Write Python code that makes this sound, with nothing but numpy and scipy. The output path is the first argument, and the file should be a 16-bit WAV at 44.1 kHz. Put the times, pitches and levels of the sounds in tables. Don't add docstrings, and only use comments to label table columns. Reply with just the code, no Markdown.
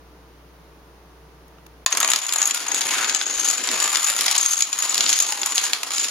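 import sys
import numpy as np
from scipy import signal
from scipy.fft import rfft, irfft, next_fast_len
from scipy.io import wavfile
from scipy.ndimage import uniform_filter1d, map_coordinates

SR = 44100
rng = np.random.default_rng(int(sys.argv[2]) if len(sys.argv) > 2 else 0)


def transcribe(signal):
    frames = np.atleast_2d(signal).T
    limited = np.clip(frames, -1, 1)
    pcm = np.round(limited * 32767).astype(np.int16)
    wavfile.write(sys.argv[1], SR, pcm)


N = 269045

# (time [s], clack level [dB], ring level [dB], ring pitch [Hz])
TILE_KNOCKS = [(1.8625, 15, 18, 6805), (1.9028, -7, -2, 6500), (1.921, 7, 3, 7200),
               (1.926, 10.5, 17.5, 6540), (1.95, 7, -2, 6825), (1.9717, 9, 14.5, 6620),
               (1.979, 6, -6, 7300), (2.0022, 6.5, 16, 6440), (2.0126, 9.5, 1, 6660),
               (2.029, 9, 15.5, 6730), (2.0463, 10, 10, 6760), (2.076, 5, 15, 6560), (2.0869, 7, 5, 6430),
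               (2.1014, 6.5, 16, 7000), (2.1171, 12, 12, 6845), (2.1352, 15.5, 10, 6550),
               (2.1605, 14.5, 14, 6860), (2.2652, 3, 13, 6720), (2.2914, 8, 1, 6600),
               (2.3238, 7.5, 13, 6900), (2.3354, 8.5, 12, 7400), (2.359, 4.5, 18, 7060),
               (2.3838, 1, 17.5, 6570), (2.417, 10, 20, 6700), (2.427, 6, 19, 6770),
               (2.455, 4.5, 20.5, 6655), (2.4733, 2, 20, 6770), (2.5096, 11, 14.5, 7040),
               (2.5457, 8, 10, 6910), (2.682, -1.5, 15, 6600), (2.7165, 6, 13.5, 6560),
               (2.7452, 9, 14, 6840), (2.808, 7, 7.5, 6600), (2.816, 12, -3, 6700), (2.9355, -1, 5, 7020),
               (3.0046, 0, -7, 6500), (3.0449, 11, -16, 6560), (3.0954, 10.5, 8.5, 6615),
               (3.1478, 11.5, 12.5, 6710), (3.2133, 9.5, -5, 6750), (3.3958, -4, 15, 6420),
               (3.4504, 3, 11, 6380), (3.4855, 5, 8, 6400), (3.525, -12, 3, 7300), (3.5374, 5.5, 5, 6960),
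               (3.645, 3, -17, 6900), (3.6891, 12.5, -19, 6100), (3.7143, 8, 7, 7300),
               (3.8012, 8.5, 11, 7070), (3.8248, 1, 15, 6855), (3.841, 6, 14, 6980), (3.893, -3, 15, 7030),
               (3.9492, 12, -4, 7130), (3.957, 13, 8, 6940), (3.9702, 10, 8, 7056), (4.03, 4, 8, 6970),
               (4.0438, 6, 15, 6820), (4.068, -2, 13, 6795), (4.0997, 9.5, 8.5, 7000), (4.189, 9, 7, 6720),
               (4.2093, 12, 2, 7380), (4.2593, 4, 5, 6400), (4.2816, 13.5, -7, 7100),
               (4.3122, 11, 11, 6780), (4.326, 9, -1, 6650), (4.3798, 8, 19, 6620), (4.395, 5, -15, 6660),
               (4.4113, 6, 17.5, 6710), (4.4278, -2, 17, 6400), (4.4607, 7, 17, 6530),
               (4.5063, -8, 21, 6400), (4.5334, 8, 14.5, 6340), (4.6066, 10.5, 13, 6740),
               (4.6229, 16.5, 20.5, 6760), (4.7291, 9.5, 15, 6870), (4.7875, 6, 15.5, 6750),
               (4.8235, 7.5, 15.5, 6800), (4.8945, -1, 20, 6880), (4.9442, 14, 10.5, 6750),
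               (4.9795, 17, -14, 7000), (5.0076, 17.5, 17, 6820), (5.021, -7, 15, 6950),
               (5.064, 15.5, 0, 6840), (5.0927, 14, 12, 6930), (5.1006, 12, 16, 6600),
               (5.1287, 15, 15.5, 6550), (5.1384, 8.5, 1, 6600), (5.1574, 9, 8, 6670), (5.1656, 7, 6, 6820),
               (5.189, 14, 12, 6520), (5.202, 11.5, 23.5, 6800), (5.2227, 0, 20, 6420),
               (5.282, -13, 15, 6530), (5.3231, 11.5, 8.5, 6730), (5.416, 7, 12.5, 6780),
               (5.4324, 14, 4, 7200), (5.4602, 10, 15, 6900), (5.55, 2, 9, 6470), (5.5556, 3, 15, 6900),
               (5.5806, 18.5, 7, 6440), (5.639, 9, 13, 6600), (5.7334, 18, 10.5, 6800),
               (5.832, 9.5, 1, 7210), (5.906, 6, 7, 6990), (5.9343, 0, 10.5, 6740), (5.96, 1, 11, 6460),
               (5.9821, 12.5, 1, 7340), (6.0446, 11, -7, 6825), (6.084, 9, 2, 6820)]
# (time [s], clack level [dB],
# then ring, low and low-middle level relative to the clack [dB])
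HEAP_RATTLE = [(1.903, -18, 2, 8, 3), (2.083, -17.5, 13.5, 9, 12), (2.2, -9.5, 1.5, -4.5, 3),
               (2.35, -17, 11, 8, 17), (2.55, -7, -2, -2.5, -1), (2.7, -15, 0.5, 7, 7.5),
               (2.802, -7, 5.5, -3.5, 6.5), (2.89, -8.5, 3.5, 0, 10.5), (2.99, -6.5, 2, 3, 12.5),
               (3.16, -11.5, 4, 2, -2), (3.33, -11.5, 4, -3, 3), (3.501, -5, 5, -1.5, -4.5),
               (3.6, -10.5, 1.5, -4, 5), (3.741, -7, 1.5, 1.5, 5.5), (3.97, -9, 4, 0, 5),
               (4.14, -7.5, 3.5, -2, 3.5), (4.32, -3.5, -7.5, -2, -4), (4.55, -6.5, 7.5, -7, -2.5),
               (4.69, -13, 2, 0, 2), (4.901, -4, 1.5, -1.5, -1.5), (5.15, -0.5, 2.5, -6.5, -4),
               (5.38, -9.5, 1.5, 3, -1.5), (5.48, -7, 4.5, 1, 0), (5.65, -4.5, 1, -3.5, 1),
               (5.832, -14.5, -8, 3.5, -7), (6.01, -4, 7.5, -9, 0), (6.1, -8.5, -5, -1, -9)]
# (time [s], left-right difference [dB])
FALL_POSITION = [(1.9, 1.5), (3.3, 3), (4.8, 1), (5.5, 0.5), (6.1, -1.5)]
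# (time [s], pitch of the woody slap [Hz], boom level [dB],
# rattle treble level relative to the clack [dB])
FLOOR_ALONG_FALL = [(1.9, 968, -22, -1), (2.1, 1284, -25, 8), (2.22, 1000, -39, -0.5), (2.36, 1200, -30, 6),
                    (2.6, 1375, -29, -0.5), (2.73, 760, -24.5, -3), (2.86, 910, -24, 3),
                    (3.0, 1370, -23.5, 0), (3.15, 1440, -29.5, -7), (3.35, 1230, -27.5, -3.5),
                    (3.5, 1370, -28, -1.5), (3.76, 1010, -23, -3.5), (3.95, 1250, -29, 2.5),
                    (4.15, 1240, -30.5, 3.5), (4.32, 1153, -27.5, -5), (4.55, 1396, -36, 3),
                    (4.7, 1040, -34, 0.5), (5.0, 1270, -23.5, -5), (5.2, 1330, -31, -5),
                    (5.32, 810, -25, -1), (5.55, 1225, -25.5, 0), (5.83, 1288, -32, -3),
                    (6.1, 1280, -26, -5)]


def amp(db):
    return np.exp(np.asarray(db) * (np.log(10) / 20))


def unit(x):
    return x / np.sqrt(np.mean(x ** 2) + 1e-20)


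def along(points, hz):
    f, v = np.transpose(points)
    return np.interp(np.log(hz + 1), np.log(f + 1), v)


def filtered(x, response):
    m = next_fast_len(x.shape[-1] + 8192)
    spectrum = rfft(x, m) * response(np.fft.rfftfreq(m, 1 / SR))
    return irfft(spectrum, m)[..., :x.shape[-1]]


def spread(pair, alike, hz):
    turn = np.arccos(np.clip(along(alike, hz), -1, 1)) / 2
    mid = pair[0] * np.cos(turn)
    side = pair[1] * np.sin(turn)
    return np.array([mid + side, mid - side])


def place(s, sounds):
    first = np.round(s * SR).astype(int)
    at = (first[:, None] + np.arange(sounds.shape[-1])).ravel()
    return np.array([np.bincount(at, c.ravel(), N + SR)[:N] for c in sounds])


def air():
    # (frequency [Hz], relative level [dB])
    air_colour = [(20, -7), (90, -11), (130, -7), (155, 4), (225, -9), (300, 1.5), (450, -5), (600, -6),
                  (1150, -8), (2500, -17), (6300, -22.5), (7600, -32), (8300, -38), (8900, -26.5),
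                  (16000, -28)]
    # (frequency [Hz], likeness [0-1])
    air_likeness = [(60, 0.59), (180, 0.87), (550, 0.77), (1650, 0.19), (4970, 0.057), (15000, 0.13)]
    # (frequency [Hz], rms level [dB])
    hum_tones = [(60, -52), (120, -67), (450, -61.5), (921, -69.5), (1001, -73.5), (1179, -72.5),
                 (8799, -77.5)]
    m = next_fast_len(N)
    hz, t = np.fft.rfftfreq(m, 1 / SR), np.arange(N) / SR
    spectrum = spread(rfft(rng.standard_normal((2, m))), air_likeness, hz)
    spectrum = spectrum * amp(along(air_colour, hz)) * (hz > 15)
    noise = irfft(spectrum, m)[:, :N]

    def waver():
        return map_coordinates(rng.standard_normal(64), [t * 6])

    hum = 0
    for f, db in hum_tones:
        level = np.sqrt(2) * amp(db + .5 * waver())
        hum = hum + level * np.sin(2 * np.pi * f * t + np.sqrt(f) / 60 * waver())
    return amp(-50.9) * unit(noise) + hum


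def ticks():
    # (time [s], relative level [dB], length [s], treble tilt [dB per octave])
    faint_ticks = [(1.48, -45, 0.0048, 0), (1.584, -43, 0.0039, -12.5), (1.663, -36, 0.007, -2.5)]
    out, t = np.zeros((2, N)), np.arange(N) / SR
    for s, db, length, tilt_db in faint_ticks:
        gate = np.exp(-np.abs((t - s - length / 2) / length * 2) ** 4)
        tilt = lambda hz: amp(tilt_db * np.log2(hz / 4000 + 0.11)) * (hz > 700)
        out += amp(db - 5.5) * gate * filtered(rng.standard_normal((2, N)), tilt)
    return out


def blows(s, clack_db, ring_db, ring_hz, thud_db, hollow_db, snap_db, pan_db, crack_t60, rise, lead, size=768):
    # (frequency [Hz], relative level [dB])
    clack_colour = [(100, -54), (400, -15), (750, 4.5), (1300, 4), (3000, 6.5), (5000, 7), (7500, 4.5),
                    (10200, 5), (13000, -2.5), (16000, -17)]
    # (ratio to ring pitch, level relative to the ring [dB], t60 before scatter [s])
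    tile_modes = [(1, -1.5, 0.032), (1.03, -17, 0.014), (1.14, -9.5, .018), (1.52, -19, 0.017)]
    # (frequency [Hz], likeness [0-1])
    direct_likeness = [(300, 1), (1500, 0.82), (6000, 0.26), (15000, 0.7)]
    slap_peak_db, slap_width, slap_scatter = 8, 0.068, .1
    crack_hz, crack_db, crack_width = 3020, 0.42, 0.46
    t, hz = np.arange(size) / SR, np.fft.rfftfreq(size, 1 / SR)

    onset = 1 - np.exp(-(t + 1 / SR) / rise[:, None])
    burst = rng.standard_normal((len(s), 2, size)).transpose(1, 0, 2)
    burst = burst * amp(-60 * t / crack_t60[:, None]) * onset
    square = np.minimum(0.00049 / rise, 18)
    burst[0, :, 0] += square
    burst = 6 * burst / np.linalg.norm(burst, axis=-1, keepdims=True)

    low = 1 / (1 + (hz / 1400) ** 4)
    middle = 1 / (1 + (hz / 2800) ** 4)
    high = 1 / (1 + (8000 / (hz + 1)) ** 8)
    colour_db = along(clack_colour, hz) + clack_db[:, None]
    colour_db += np.outer(thud_db, low) + np.outer(hollow_db, middle - low) + np.outer(snap_db, high)
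    slap_hz = np.interp(s, *np.transpose(FLOOR_ALONG_FALL)[:2])
    slap_hz = slap_hz * np.exp(slap_scatter * rng.standard_normal(len(s)))
    colour_db += slap_peak_db * np.exp(-(np.log((hz + 1) / slap_hz[:, None]) / slap_width) ** 2)
    crack_peak = np.exp(-(np.log((hz + 1) / crack_hz) / crack_width) ** 2)
    colour_db += crack_db * np.outer(square, crack_peak)
    cepstrum = irfft(colour_db * np.log(10) / 20, size)
    cepstrum[:, 1:size // 2] *= 2
    cepstrum[:, size // 2 + 1:] = 0

    chance = rng.standard_normal((len(s), len(tile_modes), 2))
    ring = 0
    for k, (ratio, db, t60) in enumerate(tile_modes):
        fade = amp(-60 * t / (t60 * np.exp(.2 * chance[:, k, :1])))
        overtone_scatter_db = (k > 0) * 5.53 * chance[:, k, 1:]
        level = amp(ring_db[:, None] + db + overtone_scatter_db)
        ring = ring + level * fade * np.sin(2 * np.pi * ratio * np.outer(ring_hz, t))
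    faded = onset * np.cos(np.pi / 2 * t / t[-1])

    sound = spread(rfft(burst), direct_likeness, hz) * np.exp(rfft(cepstrum)) + rfft(ring * faded)
    half = np.array([.5, -.5])[:, None, None]
    pan = amp(half * np.outer(pan_db, 1 - low))
    later_port = half - .5 * np.sign(lead)[:, None]
    delay = np.exp(2j * np.pi * np.outer(lead, hz) * later_port)
    return place(s, irfft(sound * pan * delay, size))


def knocks():
    s, db, ring_db, ring_hz = np.transpose(TILE_KNOCKS)
    when, _, _, heap_low, _ = np.transpose(HEAP_RATTLE)
    chance = rng.standard_normal((len(s), 4))
    thud = -6.5 + np.interp(s, when, heap_low) - 0.23 * (db - db.mean()) + 3 * chance[:, 0]
    hollow = 0.74 * thud + 2.6
    snap = -2 + .45 * (ring_db - db) + 4.5 * chance[:, 1]
    pan = np.interp(s, *np.transpose(FALL_POSITION)) - chance[:, 2]
    lead = 2.5e-5 + 1.2e-5 * chance[:, 3]
    flatness_db = np.minimum(ring_db - db, 0)
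    crack_t60 = 0.035 * amp(-.4 * db + 0.12 * flatness_db)
    rise = 0.0012 * amp(-1.6 * db)
    return blows(s, db, ring_db, ring_hz, thud, hollow, snap, pan, crack_t60, rise, lead)


def rattle(count=2000):
    when, *controls = np.transpose(HEAP_RATTLE)
    draw = rng.random((count, 7))
    s = when[0] + (when[-1] - when[0]) * draw[:, 0]
    clack_db, ring, thud, hollow = [np.interp(s, when, c) for c in controls]
    db = clack_db - 3 * np.log(draw[:, 1] + 0.01)
    ring_db = db + ring + 9 * (draw[:, 2] - .5)
    knock_s, *_, knock_hz = np.transpose(TILE_KNOCKS)
    ring_hz = np.interp(s, knock_s, uniform_filter1d(knock_hz, size=5))
    ring_hz = ring_hz + 422 * (draw[:, 2] + draw[:, 3] - 1)
    treble = np.interp(s, *np.transpose(FLOOR_ALONG_FALL)[[0, 3]])
    pan = 5 * (draw[:, 4] - .45) + 0.94 * np.interp(s, *np.transpose(FALL_POSITION))
    lead = 3e-5 * (draw[:, 5] + 0.35)
    rise = 0.0001 + 0.00077 * draw[:, 6]
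    crack_t60 = np.full(count, 0.036)
    return blows(s, db, ring_db, ring_hz, thud, hollow, treble, pan, crack_t60, rise, lead)


def boom(count=500):
    # (frequency [Hz], width [Hz], relative level [dB])
    board_modes = [(202, 52, -7.5), (269, 45, 2.5), (435, 252, -1)]
    when, _, boom_db, _ = np.transpose(FLOOR_ALONG_FALL)
    draw = rng.random((count, 2))
    s = when[0] + (when[-1] - when[0]) * draw[:, 0]
    pushes = np.bincount((s * SR).astype(int) % N, 2 * draw[:, 1] - 1, N)

    def wood(f):
        total = 0
        for k, (centre, width, db) in enumerate(board_modes):
            resonance = 1j * f * width / (centre * centre - f * f + 1j * f * width)
            total = total + (-1) ** k * amp(db) * resonance
        return total

    level_db = np.interp(np.arange(N) / SR, when, boom_db, left=-120)
    return amp(level_db) * unit(filtered(pushes, wood))


def room(x, block=8192):
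    # (frequency [Hz], t60 [s])
    room_decay = [(200, 0.53), (1000, 0.43), (4000, 0.24), (12000, 0.08)]
    # (frequency [Hz], likeness [0-1])
    tail_likeness = [(60, 1), (180, 1), (550, 0.93), (1650, 0.44), (4970, 0.033), (15000, 0.029)]
    out = np.zeros((2, N + 2 * SR))
    for a in range(0, N, block):
        hz, t, z = signal.stft(rng.standard_normal((2, SR // 3)), SR, nperseg=256)
        z = spread(z.transpose(0, 2, 1), tail_likeness, hz).transpose(0, 2, 1)
        decay = amp(-60 * t / along(room_decay, hz)[:, None])
        tail = signal.istft(z * decay, SR, nperseg=256)[1]
        wet = signal.fftconvolve(x[None, a:a + block], tail / np.linalg.norm(tail[0]), axes=1)
        start = a + 150
        out[:, start:start + wet.shape[1]] += wet
    return out[:, :N]


def bump():
    # (time [s], peak level [dB], frequency [Hz], t60 [s])
    body_bump = (3.366, -23, 46, .14)
    s, db, hz, t60 = body_bump
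    since = np.clip(np.arange(N) / SR - s, 0, None)
    return amp(db - 60 * since / t60) * np.sin(2 * np.pi * hz * since)


def scene():
    background = air() + ticks()
    tiles = knocks() + rattle() + boom()
    return background + tiles + amp(-7.5) * room(tiles.mean(0)) + bump()


def record(dry):
    # (frequency [Hz], left-right difference [dB])
    port_difference = [(60, 0.5), (700, -0.5), (1290, 2), (2380, -3.5), (4400, 1.5), (7000, 3),
                       (10000, -0.5), (15000, -2)]
    # (centre [Hz], 3.24 times the 1/e half-width [Hz], depth [dB])
    camera_notch = (8230, 1330, -14)
    threshold_db, slope, release_db_per_s = -26.0, .7, 4
    centre, width, depth_db = camera_notch

    def ports(hz):
        notch = amp(depth_db * np.exp(-((hz - centre) / width * 3.24) ** 2))
        return notch * amp(np.outer([.5, -.5], along(port_difference, hz)))

    x = filtered(dry, ports)
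    power = np.abs(uniform_filter1d(np.mean(x ** 2, 0), size=1024))
    loud_db = 10 * np.log10(power + 1e-12)
    fall_db = release_db_per_s * np.arange(N) / SR
    held_db = np.maximum.accumulate(loud_db + fall_db) - fall_db
    excess_db = np.clip(uniform_filter1d(held_db, size=256) - threshold_db, 0, None)
    x = x * amp(-slope * excess_db)
    x = x / (1 + np.abs(x / 1.05) ** 6) ** (1 / 6)
    return filtered(x, lambda hz: hz < 16000)


dry = scene()
out = record(dry)
transcribe(out)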